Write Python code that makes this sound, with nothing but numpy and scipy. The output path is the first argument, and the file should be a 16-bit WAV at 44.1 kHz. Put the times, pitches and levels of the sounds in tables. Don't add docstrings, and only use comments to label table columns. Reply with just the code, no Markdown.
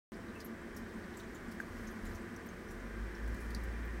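import sys
import numpy as np
from scipy.fft import rfft, irfft, next_fast_len
from scipy.io import wavfile
from scipy.ndimage import map_coordinates

SR = 44100
rng = np.random.default_rng(int(sys.argv[2]) if len(sys.argv) > 2 else 0)


def transcribe(u):
    v = np.clip(np.atleast_2d(u).T, -1, 1)
    q = np.round(v * 32767).astype(np.int16)
    wavfile.write(sys.argv[1], SR, q)


N = 176400

# (f/Hz, level/dB)
DUCT_SPECTRUM = [(10, -45), (20, -18), (31, -5), (50, -6.5), (90, -7), (112, -9.5), (135, -20),
                 (160, -11.5), (195, -4), (235, -3.5), (280, -11.5), (320, -11.5), (360, -8.5),
                 (410, -10.5), (450, -12), (600, -19), (720, -23.5), (820, -23.5), (1100, -32), (1800, -90)]
RUSH_SPECTRUM = [(410, -14), (700, -7.5), (910, -8), (996, -3), (1090, -7), (1170, -2), (1320, -6.5),
                 (1460, -0.5), (1640, -1), (1900, -2), (2440, -12), (2670, -17), (3000, -19.5), (3900, -45),
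                 (6600, -120)]
HISS_SPECTRUM = [(1800, -11), (2800, -5), (3150, -2), (3900, -4), (4900, -5), (5500, -4), (7100, -9),
                 (8200, -7), (9400, -9.5), (10400, -16), (11200, -13.5), (13000, -13.5), (14200, -16),
                 (15800, -14.5)]
# (t/s, level/dB)
RUSH_LEVELS = [(.1, -55.5), (1.4, -54), (2.1, -53), (2.6, -54.5), (3.1, -54), (4, -53.5)]
HISS_LEVELS = [(.1, -66), (.55, -67.5), (.9, -65.5), (1.8, -65), (2.5, -65.5), (3.4, -65.5), (4, -65)]
# (f/Hz, level/dB, width/Hz)
HOUSING_MODES = [(367, -66, 18), (670.5, -71, 8.9), (1024, -71.5, 33), (1160, -72, 82), (3093, -80.5, 60)]
# (t/s, level/dB)
THROB_LEVELS = [(.1, -51.5), (.6, -55.5), (1.5, -57), (2.1, -47), (2.65, -59.5), (3.2, -54.5), (4, -61.5)]
# (f/Hz, level/dB)
FAN_LINES = [(177, -65.5), (256, -63.5), (300, -64.5), (343, -59), (451, -69), (539, -71)]
# (t/s, level/dB)
DRONE_LEVELS = [(2.58, -81), (2.75, -48.5), (2.89, -48.5), (3.035, -39), (3.16, -53), (3.245, -38.5),
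                (3.335, -38.5), (3.385, -50), (3.48, -40.5), (4, -42)]
# (f/Hz, level/dB, width/Hz)
MOTOR_WHINES = [(1593, -65, 13), (1810, -58, 500), (2393, -70, 32), (3230, -81, 83)]
# (t/s, ring f/Hz, ring width/Hz, ring level/dB, crack level/dB, t60/s)
LEAF_TICKS = [(0.142, 5050, 500, -62, -86, 0.072), (.351, 2660, 200, -58.5, -66, 0.22),
              (0.401, 4900, 2000, -53, -56, .11), (0.445, 12150, 1900, -49, -63, 0.095),
              (0.763, 5400, 800, -56.5, -52, 0.12), (1.139, 3800, 900, -60, -68, .08),
              (1.169, 7700, 1200, -56, -57, 0.11), (1.189, 6150, 700, -60, -72, 0.1),
              (1.196, 3930, 1000, -53.5, -58, 0.081), (1.345, 7000, 900, -58.5, -60.5, .12),
              (1.513, 5000, 1400, -61, -57, 0.12), (1.6, 6500, 1200, -64, -56.5, 0.088),
              (1.87, 6100, 1200, -53.5, -62, .11), (1.909, 11500, 1100, -62.5, -94, .1),
              (2.051, 3760, 1000, -59.5, -57, .1), (2.065, 7140, 600, -56.5, -68, 0.064),
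              (2.148, 5950, 1600, -57.5, -59, 0.1), (2.362, 5840, 600, -52, -54.5, 0.034),
              (2.461, 14100, 1200, -56, -61, 0.075), (2.487, 6300, 450, -57, -75, 0.079),
              (2.686, 5840, 500, -61.5, -68, 0.12), (2.706, 7400, 800, -66, -58.5, 0.13),
              (3.149, 5620, 400, -56, -77, .06), (3.275, 6000, 1500, -70, -60, .08),
              (3.344, 4200, 900, -61, -55, 0.047), (3.403, 9800, 900, -64, -63, 0.2),
              (3.503, 4280, 1200, -58, -56, 0.065), (3.635, 5870, 1200, -66, -52.5, 0.054),
              (3.847, 14800, 1400, -63, -73, .1)]
# (f/Hz, level/dB)
CRACK_SPECTRUM = [(1500, -24), (3200, -10), (5500, -1.5), (9000, 0.5), (14000, -1), (16000, -2.5)]
# (t/s, level/dB)
TWIG_STEPS = [(3.5485, -33.5), (3.5498, -38.5)]
# (f/Hz, level/dB)
TWIG_SPECTRUM = [(2500, -47), (3450, -14), (4050, 2), (4400, -2), (4800, 8), (5150, -7), (5500, 1.5),
                 (6100, -7), (7200, -14.5), (11000, -13), (15500, -25)]
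# (t/s, f/Hz, level/dB, attack/s, t60/s)
BUMPS_AND_PLIP = [(.957, 263, -30, .004, 0.04), (1.483, 231, -33.5, 0.0028, 0.067),
                  (1.6017, 1606, -22, 0.00068, .014)]
# (t/s, length/s, rumble level/dB, rub level/dB)
HAND_SHIFTS = [(1.79, .2, -51.5, -69.5), (2.107, 0.13, -45, -67.5), (3.426, 0.38, -53, -70)]
# (f/Hz, level/dB)
RUMBLE_SPECTRUM = [(15, -42), (35, 7.5), (50, -6), (90, 0), (140, -36), (400, -91)]
RUB_SPECTRUM = [(2000, -26), (5000, 12), (9000, 3.5), (14000, 5), (16000, -11)]

TICK_ATTACK_S = .0014


def amp(db):
    return 10 ** (np.asarray(db) / 20)


def unit(x):
    return x / np.sqrt(np.mean(x ** 2) + 1e-20)


def clock(size=N):
    return np.arange(size) / SR


def level(rows):
    return amp(np.interp(clock(), *np.transpose(rows)))


def noise(gain, size=N):
    return unit(irfft(rfft(rng.standard_normal(size)) * gain(np.fft.rfftfreq(size, 1 / SR)), size))


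def colour(points):
    f, db = np.transpose(points)
    return lambda hz: amp(np.interp(np.log(hz + 1), np.log(f + 1), db))


def band(centre_hz, width_hz):
    return lambda hz: 1 / (1 + ((hz - centre_hz) / width_hz * 2) ** 2)


def noise_bands(rows):
    return sum(amp(db) * noise(band(hz, width)) for hz, db, width in rows)


def wobble(rate):
    return map_coordinates(rng.standard_normal(int(N * rate / SR) + 4), [clock() * rate])


def fade(t, attack_s, t60_s):
    return (1 - np.exp(-t / attack_s)) * np.exp(-np.log(1000) * t / t60_s)


def add(track, s, sound):
    part = track[round(s * SR):]
    part[:len(sound)] += sound[:len(part)]


def ventilation(duct_db=-49.5):
    duct = amp(duct_db) * noise(colour(DUCT_SPECTRUM))
    rush = level(RUSH_LEVELS) * noise(colour(RUSH_SPECTRUM))
    hiss = level(HISS_LEVELS) * noise(colour(HISS_SPECTRUM))
    return duct + rush + hiss


def fan_hum(wander_hz=1.603, flutter_db=3, knots_per_s=7):
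    throb = level(THROB_LEVELS) * noise(band(centre_hz=225.5, width_hz=11))
    out = throb + noise_bands(HOUSING_MODES)
    for hz, db in FAN_LINES:
        phase = 2 * np.pi * np.cumsum(hz + wander_hz * wobble(knots_per_s)) / SR
        flutter = amp(flutter_db * wobble(knots_per_s))
        out += amp(db) * unit(flutter * np.sin(phase))
    return out


def motor(run_up_at_s=2.66, time_constant_s=.27, first_hz=35.23, full_hz=56.9, octave_db=-15.5):
    run_up = 1 - np.exp(-np.maximum(clock() - run_up_at_s, 0) / time_constant_s)
    speed_hz = first_hz + (full_hz - first_hz) * run_up
    phase = 2 * np.pi * (np.cumsum(speed_hz) / SR + rng.random())
    drone = np.sqrt(2) * (np.sin(phase) + amp(octave_db) * np.sin(2 * phase))
    running = clock() > DRONE_LEVELS[0][0]
    return level(DRONE_LEVELS) * running * drone + run_up * noise_bands(MOTOR_WHINES)


def leaf_ticks():
    out, t = np.zeros(N), clock(SR // 4)
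    for s, hz, width, ring_db, crack_db, t60 in LEAF_TICKS:
        ring = amp(ring_db) * noise(band(hz, width), len(t))
        crack = amp(crack_db) * noise(colour(CRACK_SPECTRUM), len(t))
        add(out, s, fade(t, TICK_ATTACK_S, t60) * (ring + crack))
    return out


def twig_snap(echo_db=-21):
    out, t = np.zeros(N), clock(SR // 4)
    direct = fade(t, attack_s=.0001, t60_s=.0075)
    echo = amp(echo_db) * fade(t, TICK_ATTACK_S, t60_s=.13)
    for s, db in TWIG_STEPS:
        add(out, s, amp(db) * (direct + echo) * rng.standard_normal(len(t)))
    resonances = unit(colour(TWIG_SPECTRUM)(np.fft.rfftfreq(N, 1 / SR)))
    return irfft(rfft(out) * resonances, N)


def knocks():
    out, t = np.zeros(N), clock(SR // 4)
    for s, hz, db, attack, t60 in BUMPS_AND_PLIP:
        add(out, s, amp(db) * fade(t, attack, t60) * np.sin(2 * np.pi * hz * t))
    return out


def handling():
    out = np.zeros(N)
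    rumble, rub = noise(colour(RUMBLE_SPECTRUM)), noise(colour(RUB_SPECTRUM))
    for s, length, rumble_db, rub_db in HAND_SHIFTS:
        swell = np.exp(-2 * ((clock() - s) / length) ** 2)
        out += swell * (amp(rumble_db) * rumble + amp(rub_db) * rub)
    return out


def leaf_crackles(count=44, low_hz=2730, high_hz=9100, q=5, softest_db=-68.75, range_db=5):
    out, t = np.zeros(N), clock(SR // 8)
    envelope = fade(t, TICK_ATTACK_S, t60_s=.082)
    for when, pitch, strength in rng.random((count, 3)):
        hz = low_hz * (high_hz / low_hz) ** pitch
        ring = noise(band(hz, hz / q), len(t))
        add(out, when * N / SR, amp(softest_db + range_db * strength) * envelope * ring)
    return out


def scene():
    machinery = ventilation() + fan_hum() + motor()
    return (machinery + leaf_ticks() + twig_snap() + knocks() + handling() + leaf_crackles())[None]


def record(dry, start_s=.12, top_hz=15830):
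    size = next_fast_len(N + SR // 2)
    switched_on = clock() >= start_s
    passband = np.fft.rfftfreq(size, 1 / SR) < top_hz
    return irfft(rfft(dry * switched_on, size) * passband, size)[:, :N]


dry = scene()
out = record(dry)
transcribe(out)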